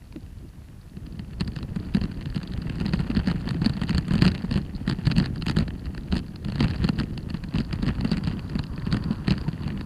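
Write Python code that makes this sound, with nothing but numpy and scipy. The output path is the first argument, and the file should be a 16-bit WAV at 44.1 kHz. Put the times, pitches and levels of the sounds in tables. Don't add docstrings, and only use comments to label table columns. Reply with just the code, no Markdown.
import sys
import numpy as np
from scipy import signal
from scipy.fft import rfft, irfft
from scipy.io import wavfile
from scipy.ndimage import uniform_filter1d

SR = 44100
rng = np.random.default_rng(int(sys.argv[2]) if len(sys.argv) > 2 else 0)


def inscribe(sig):
    pcm = np.round(np.clip(np.atleast_2d(sig).T, -1, 1) * 32767)
    wavfile.write(sys.argv[1], SR, pcm.astype(np.int16))


def to_linear_factor(level_db):
    exponent = np.asarray(level_db, float) / 20
    return 10 ** exponent


N = 434385

# [f/Hz, level/dB per Hz]
HISS_SPECTRUM = [(260, -72), (450, -34), (616, -5.5), (9770, -20), (10800, -21), (14600, -21.5),
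                 (16000, -18)]
HISS_DB = -62
# [f/Hz, rms level/dB]
WHINE = [(10519, -76.5)]

# [f/Hz, width/Hz, level/dB]
SHELL_MODES = [(444, 210, 4), (917, 314, 4.5), (1305, 393, 3.5), (1827, 310, 4.5), (2635, 478, 1.5),
               (3104, 860, -3)]
CAVITY_MODES = [(4380, 1060, 5.5), (4660, 815, 6.25)]
EDGE_MODES = [(6840, 920, -0.5), (8580, 810, 0.5), (9800, 1600, -6), (11900, 2000, -40)]
# [f/Hz, width/Hz, level/dB]
BAR_MODES = [(118.2, 57, -4), (158.6, 72.4, 1.5), (208.3, 98.6, -2), (300, 139, -11.5)]

# [t/s, level/dB]
GROUND = [(0.0, -67), (0.96, -64), (1.81, -51), (2.33, -53), (2.91, -45.5), (4.39, -47.5), (4.63, -54.5),
          (4.88, -50.5), (5.1, -49), (5.87, -55), (6.45, -57), (6.69, -42), (7.16, -55), (7.6, -53),
          (8.04, -44), (8.7, -53.5), (9.11, -49), (9.85, -50)]
GROUND_MEAN_DB = -54
SHAKE_DB, SHAKE_FOLLOWS = -39, 0.61
DEEP_DB, DEEP_FOLLOWS = -40, 0.31
DEEP_JOLT_DB = -10
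SLOW_UNTIL_S, FAST_FROM_S, SLOW_DEEP_DB, SLOW_SHAKE_DB = 0.9, 1.1, -2.5, -7.5

# [t/s, level/dB]
BRAKE = [
    (7.6, -61),
    (8.2, -57),
    (9.0, -50.5),
    (9.5, -57.5),
    (9.85, -57),
]
# [f/Hz, width/Hz, level/dB]
PAD_MODES = [(980, 280, 4), (1580, 380, 0), (4630, 250, -2)]
BRAKE_ON_S, BRAKE_WOBBLE_DB = 7.4, 2.0

# [t/s, peak level/dB, f/Hz, rise/s]
TAPS = [
    (.162, -28.5, 300, 0.0043),
    (0.177, -35, 247, 0.0062),
    (0.451, -39, 317, 0.0036),
    (0.972, -29, 188, .004),
    (9.468, -38, 920, 0.0051),
]

# [t/s, peak level/dB]
TICKS = [(1.4168, -32), (1.5888, -30.5), (2.3478, -31.0), (2.3607, -26), (2.3784, -28.5), (2.4323, -28.5),
         (2.6982, -25.0), (2.8635, -25.5), (2.9936, -29), (3.6185, -25.5), (3.6461, -23), (4.1085, -28),
         (4.1807, -24), (4.9123, -23), (4.9252, -28), (4.986, -47), (5.229, -32), (5.6011, -29),
         (6.192, -30), (6.4849, -33.0), (6.5007, -32), (7.178, -26), (7.4391, -29.5), (7.7296, -24.0),
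         (8.0101, -24), (8.0481, -25.5), (8.1713, -23.5), (8.867, -29), (9.3807, -25), (9.811, -26.5),
         (0.1253, -40), (0.162, -38), (0.9702, -41), (1.1946, -34.5), (1.478, -30.5), (1.6297, -33.5),
          (2.0554, -32.5), (2.2585, -30.5), (2.5367, -30.5), (2.7567, -33.5), (3.1506, -24.5),
          (3.1933, -29), (3.4905, -25.5), (3.5455, -30), (4.1214, -26), (4.3177, -30), (4.3504, -24),
          (4.5413, -24.5), (5.2429, -27), (5.681, -27), (5.949, -32), (5.979, -29), (6.4491, -30),
          (6.5223, -27.5), (6.5817, -28), (6.7027, -29), (7.3036, -29.5), (7.5405, -31), (8.2385, -28),
          (9.0403, -31),
         (0.2641, -44.5), (1.067, -40), (1.52, -40), (1.6292, -34.5), (2.2114, -34), (2.3017, -36.5),
          (2.5767, -32), (2.6232, -34.5), (2.8017, -26), (2.9568, -33), (3.005, -29), (3.285, -22.5),
          (4.2479, -19), (4.2797, -16), (4.3795, -30), (5.1156, -19.5), (5.36, -32), (5.8573, -35),
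          (6.3602, -35), (6.6827, -27.5), (6.758, -33.5), (7.0346, -30), (7.7576, -35), (8.1814, -27),
          (8.3945, -31), (8.4974, -31), (8.6396, -30), (9.1306, -34), (9.4142, -30), (9.6353, -33)]
# [t/s, peak level/dB]
BUMPS = [(1.196, -26), (1.483, -25.5), (2.367, -20), (3.0, -20.5), (3.065, -27), (3.195, -22.5),
         (3.475, -20.5), (3.622, -15), (4.113, -12), (4.357, -19.5), (4.443, -18.5), (4.93, -21),
         (4.99, -20.5), (5.213, -14.5), (5.227, -20), (5.266, -23), (5.511, -21), (5.608, -16),
         (5.627, -17.5), (6.133, -14), (6.166, -16), (6.488, -18.5), (6.803, -23), (7.011, -17),
         (7.547, -18), (7.734, -21), (8.052, -17), (8.871, -20), (9.109, -14.5), (9.677, -28)]
# [t/s, tick peak level/dB, thud peak level/dB]
STONES = [(1.5637, -27.5, -33.0), (1.7614, -33, -18.5), (1.9693, -25, -19), (2.0147, -27, -20),
          (2.8111, -29.5, -18.5), (2.8822, -30, -25), (3.102, -26, -16), (3.1687, -23, -13.5),
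          (3.509, -23.5, -32), (3.6966, -25.5, -22), (3.7688, -28, -22), (3.8164, -24, -20.0),
          (3.8364, -21.5, -24), (3.907, -23.5, -19), (3.9484, -23, -18.5), (4.083, -26.0, -38),
          (4.137, -23.5, -16), (4.1553, -25, -15.5), (4.1905, -26.0, -41), (4.5127, -23.5, -19.5),
          (5.0562, -29, -33), (5.1015, -29, -17.5), (5.5123, -25.5, -44), (7.343, -32, -18),
          (7.5581, -25.5, -18.5), (8.1326, -29.5, -22), (8.5544, -29, -16.5), (8.969, -23, -20.5),
          (9.4816, -58, -16), (9.679, -28.0, -46)]
# [t/s, cavity peak level/dB, shell peak level/dB, thud peak level/dB]
ROCKS = [(1.4086, -18, -22.5, -18.0), (1.9486, -21, -22, -11.5), (2.0386, -27, -30, -19),
         (2.8557, -44.0, -25, -18.5), (2.9356, -21.5, -23.5, -14.5), (3.2736, -22, -22, -13.5),
         (3.6613, -14, -19, -12.5), (3.8945, -26, -19.0, -35), (3.9816, -16, -21, -19),
         (4.2215, -13, -13.5, -6), (4.5266, -25.5, -30, -27.0), (4.8778, -28, -25, -14),
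         (5.07, -19.0, -20, -11), (5.1212, -21.5, -23, -24), (5.2598, -22, -22.5, -36),
         (5.4233, -22.5, -24.5, -46), (5.5686, -24, -17.5, -15), (6.1251, -21.5, -20.5, -19),
         (6.5577, -26.0, -26.5, -25), (6.6066, -18, -16, -11.5), (6.8434, -21, -21, -14.5),
         (6.8904, -20.5, -15.5, -19.5), (6.9888, -28, -22.5, -23), (7.5853, -22, -22.5, -15.5),
         (7.829, -26, -24.5, -17.5), (8.1168, -18, -27, -13.0), (8.2739, -26.0, -25.0, -15.5),
         (8.5921, -23, -24.5, -20.0), (8.9268, -17.5, -20, -16), (9.2808, -19.5, -17.5, -12)]
# [t/s, cavity peak level/dB, shell peak level/dB, thud peak level/dB]
REBOUNDS = [(3.3001, -33, -23.5, -24), (3.3142, -25, -22, -20), (4.2419, -33.0, -29, -17),
            (4.2529, -19, -15, -32), (4.2651, -20, -17, -13), (4.2843, -22.5, -23, -13),
            (4.5582, -28, -27, -15), (4.5763, -28, -25, -15.5), (4.8978, -17.5, -20.5, -18),
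            (5.165, -24, -23, -22), (5.1828, -19, -21, -9.5), (5.2004, -17, -20.5, -17),
            (5.4664, -30, -19, -40), (5.484, -19.5, -22.5, -28), (5.4976, -20, -18.5, -33),
            (5.5875, -16.5, -22.5, -15), (6.1435, -31, -37, -21), (6.1552, -32.0, -23.5, -35),
            (6.169, -22, -26.5, -30), (6.181, -25, -36, -29), (6.6281, -23, -22, -16),
            (6.6426, -28, -23.5, -14.0), (7.0, -20.5, -20, -39), (7.603, -26.5, -41, -15),
            (7.8657, -27, -24, -19.5), (7.8815, -26, -27, -17.5), (7.8896, -39, -22, -18),
            (8.945, -38, -21, -15.5), (9.3077, -17.5, -20, -12.5), (9.322, -23, -24.0, -17)]
KNOCKS = ROCKS + REBOUNDS

EDGE_UNDER_DB, EDGE_SPREAD_DB = -18.5, -2
CHATTER_DB, CHATTER_FOLLOWS, CHATTER_SPREAD_DB = -40, 1.0, 16.5
CHATTER_SHELL_DB, CHATTER_EDGE_DB, CHATTER_LEAN_DB = 1.5, -24.5, 8.5
LEAD_S, LEAD_SPREAD_S, LEAD_DB = 0.0036, 0.008, -12.5
THUD_LAG_S, THUD_RISE_S = 0.0027, 0.0043
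THUD_HZ, THUD_SPREAD_HZ, THUD_HZ_PER_DB = 178, 22.6, 1.5
SWING_SCATTER = 0.25


def rms_one(x):
    return x / np.sqrt(np.mean(x ** 2) + 1e-20)


def peak_one(rows):
    return rows / np.abs(rows).max(axis=1, keepdims=True)


def drift(rate_hz):
    r = np.exp(-2 * np.pi * rate_hz / SR)
    noise = rng.standard_normal(N + SR)
    return rms_one(signal.lfilter([1], [1, -2 * r, r * r], noise)[SR:])


def cut(x, hz, kind, order=4):
    return signal.sosfilt(signal.butter(order, hz, kind, fs=SR, output="sos"), x)


def body(x, modes):
    out = 0
    for k, (hz, width_hz, db) in enumerate(modes):
        r = np.exp(-np.pi * width_hz / SR)
        poles = [1, -2 * r * np.cos(2 * np.pi * hz / SR), r * r]
        mode = signal.lfilter([(1 - r * r) / 2, 0, (r * r - 1) / 2], poles, x)
        out = out + (-1) ** k * to_linear_factor(db) * mode
    return out


def place(times, rows):
    out = np.zeros(N + rows.shape[1])
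    start = np.round(np.asarray(times) * SR).astype(int)
    at = start[:, None] + np.arange(rows.shape[1])
    np.add.at(out, at, rows)
    return out[:N]


def through_case(x):
    shell = cut(body(x, SHELL_MODES), 5100, "low", order=2)
    cavity = cut(body(x, CAVITY_MODES), 5980, "low", order=8)
    edge = cut(body(x, EDGE_MODES), 6280, "high", order=6)
    return shell, cavity, cut(edge, 18000, "low", order=4)


def contacts(s, cavity_db, shell_db, edge_db):
    t = np.arange(900) / SR - 0.005
    width_s = 0.0005 + 0.0008 * rng.random((len(s), 1))
    skirt = np.exp(np.where(t < 0, t / 0.0061, -t / 0.0047))
    pressure = np.exp(-(t / width_s) ** 2) + to_linear_factor(-14.0) * skirt
    shell, cavity, edge = through_case(rng.standard_normal((len(s), 900)) * pressure)
    shell = cut(shell, 1120, "high", order=1)
    rows = to_linear_factor(cavity_db - 2.5)[:, None] * peak_one(cavity)
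    rows = rows + to_linear_factor(shell_db - 0.5)[:, None] * peak_one(shell)
    rows = rows + to_linear_factor(edge_db)[:, None] * peak_one(edge)
    return place(s - 0.0055, rows)


def swings(s, peak_db, hz, rise_s):
    t = np.arange(2600) / SR
    shape = to_linear_factor(peak_db) * (t / rise_s * np.exp(1 - t / rise_s)) ** 1.19
    miss = SWING_SCATTER * (2 * rng.random((len(s), 1)) - 1)
    phase = 2 * np.pi * (hz * (t - rise_s) - 1 / 4 + miss)
    swing = np.sin(phase) + 0.11 * np.sin(2 * phase + 2.32)
    at = (s - rise_s)[:, 0]
    return place(at, shape * swing), place(at, shape)


def grains(per_s, spread_db, clump_db):
    sizes = to_linear_factor(spread_db * np.minimum(rng.exponential(1, N), 4))
    sizes = sizes * rng.choice([-1, 1], N)
    struck = rng.random(N) < per_s * to_linear_factor(clump_db * drift(25)) / SR
    return sizes * struck + 1e-18


def crackle(per_s, clump):
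    sizes = to_linear_factor(3.04 * np.minimum(rng.exponential(1, N), 2.3))
    struck = rng.random(N) < per_s * clump / SR
    bursts = np.convolve(sizes * struck, np.hanning(110), "same")
    return (bursts + 0.25) * rng.standard_normal(N)


def electronics():
    hz = np.fft.rfftfreq(N, 1 / SR)[1:]
    points = np.array(HISS_SPECTRUM)
    colour = to_linear_factor(np.interp(np.log(hz), np.log(points[:, 0]), points[:, 1]))
    hiss = irfft(rfft(rng.standard_normal(N)) * np.append(0, colour), N)
    t = np.arange(N) / SR
    whine = sum(to_linear_factor(db) * np.sqrt(2) * np.sin(2 * np.pi * f * t) for f, db in WHINE)
    return to_linear_factor(HISS_DB) * rms_one(hiss) + whine


def rumble(deep_db, shake_db, jolt):
    deep = cut(cut(rng.standard_normal(N), 71, "low", order=2), 52.7, "high", order=2)
    contact = grains(250, spread_db=4.0, clump_db=3.0)
    shake = cut(body(contact, BAR_MODES), 530, "low", order=2)
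    deep_level = to_linear_factor(deep_db + 3.0 + 3.78 * drift(20.0))
    deep_level = deep_level + to_linear_factor(DEEP_JOLT_DB) * uniform_filter1d(jolt, size=3000)
    return deep_level * rms_one(deep) + to_linear_factor(shake_db + 2.0) * rms_one(shake)


def clamp(shake_db, jolt):
    dull = cut(cut(rng.standard_normal(N), 800, "low", order=2), 270, "high", order=2)
    return (to_linear_factor(shake_db - 23) + to_linear_factor(-27) * jolt) * rms_one(dull)


def grit(grit_db, jolt):
    clump = to_linear_factor(3.0 * drift(25))
    both = crackle(50, clump)
    shell = through_case(both + crackle(130, clump))[0]
    _, cavity, edge = through_case(both + crackle(140, clump))
    level = to_linear_factor(grit_db - 3.5) + to_linear_factor(-24.5) * jolt
    return level * rms_one(shell + to_linear_factor(-6.5) * cavity + to_linear_factor(-21.5) * edge)


def brake():
    s, level_db = np.transpose(BRAKE)
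    rub = rms_one(body(body(rng.standard_normal(N), PAD_MODES), PAD_MODES))
    t = np.arange(N) / SR
    level = to_linear_factor(np.interp(t, s, level_db) + BRAKE_WOBBLE_DB * drift(7.8))
    return level * rub * (t > BRAKE_ON_S)


def cable_taps():
    return swings(*np.transpose(TAPS)[:, :, None])[0]


def chatter(rough_db, count=330):
    where, size, lean, bright = rng.random((count, 4)).T
    s = 0.01 + where * (N / SR - 0.05)
    peak_db = CHATTER_DB + CHATTER_FOLLOWS * rough_db[(s * SR).astype(int)] - CHATTER_SPREAD_DB * size
    lean_db = CHATTER_LEAN_DB * (2 * lean - 1)
    edge_db = peak_db + CHATTER_EDGE_DB + 6.8 * bright
    stray = contacts(s, peak_db + lean_db, peak_db - lean_db + CHATTER_SHELL_DB, edge_db)
    s, cavity_db, shell_db, _ = np.transpose(KNOCKS)
    s = s - LEAD_S - LEAD_SPREAD_S * rng.random(len(s))
    slip_db = shell_db + LEAD_DB
    return stray + contacts(s, cavity_db + LEAD_DB, slip_db, slip_db + EDGE_UNDER_DB)


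def kicks(light):
    knocks = [(s, shell_db) for s, _, shell_db, _ in KNOCKS]
    s, peak_db = np.transpose(knocks + list(light))
    push = np.hanning(60) * rng.choice([-1, 1], len(s))[:, None]
    force = place(s, to_linear_factor(peak_db + 22)[:, None] * push)
    return cut(body(force, BAR_MODES), 447, "low", order=2)


def rattle(light):
    s, peak_db = np.transpose(light)
    lean_db, bright_db = rng.normal(0, 1, (len(s), 2)).T
    tick_cavity_db = peak_db - 2.5 + 3 * lean_db
    tick_shell_db = peak_db - 0.5 - 0.5 * lean_db
    ticks = contacts(s, tick_cavity_db, tick_shell_db, peak_db - 18.5 + 2.9 * bright_db)
    s, cavity_db, shell_db, _ = np.transpose(KNOCKS)
    edge_db = np.maximum(cavity_db, shell_db) + EDGE_UNDER_DB
    edge_db = edge_db + EDGE_SPREAD_DB * rng.standard_normal(len(s))
    return contacts(s, cavity_db, shell_db, edge_db) + ticks


def jolts():
    blows = [(row[0] + THUD_LAG_S, row[-1]) for row in KNOCKS + STONES] + BUMPS
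    s, peak_db = np.transpose(blows)[:, :, None]
    hz = THUD_HZ + THUD_SPREAD_HZ * rng.standard_normal((len(s), 1))
    hz = hz + THUD_HZ_PER_DB * (peak_db - peak_db.mean())
    return swings(s, peak_db, hz, THUD_RISE_S)


def scene():
    t = np.arange(N) / SR
    grit_db = np.interp(t, *np.transpose(GROUND))
    rough_db = grit_db - GROUND_MEAN_DB
    slow = np.interp(t, [SLOW_UNTIL_S, FAST_FROM_S], [1, 0])
    deep_db = DEEP_DB + DEEP_FOLLOWS * rough_db + SLOW_DEEP_DB * slow
    shake_db = SHAKE_DB + SHAKE_FOLLOWS * rough_db + SLOW_SHAKE_DB * slow
    light = np.vstack([TICKS, np.array(STONES)[:, :2]])
    thuds, jolt = jolts()
    background = electronics() + rumble(deep_db, shake_db, jolt) + clamp(shake_db, jolt)
    loose = grit(grit_db, jolt) + brake() + cable_taps()
    case = chatter(rough_db) + kicks(light) + rattle(light)
    return (background + loose + case + thuds)[None]


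def top_cut(x):
    return signal.sosfilt(signal.butter(12, 16320, fs=SR, output="sos"), x)


def record(dry):
    low_pass = signal.cheby2(12, 60, 15950, fs=SR, output="sos")
    mix = signal.sosfilt(low_pass, dry)
    return top_cut(mix)


dry = scene()
out = record(dry)
inscribe(out)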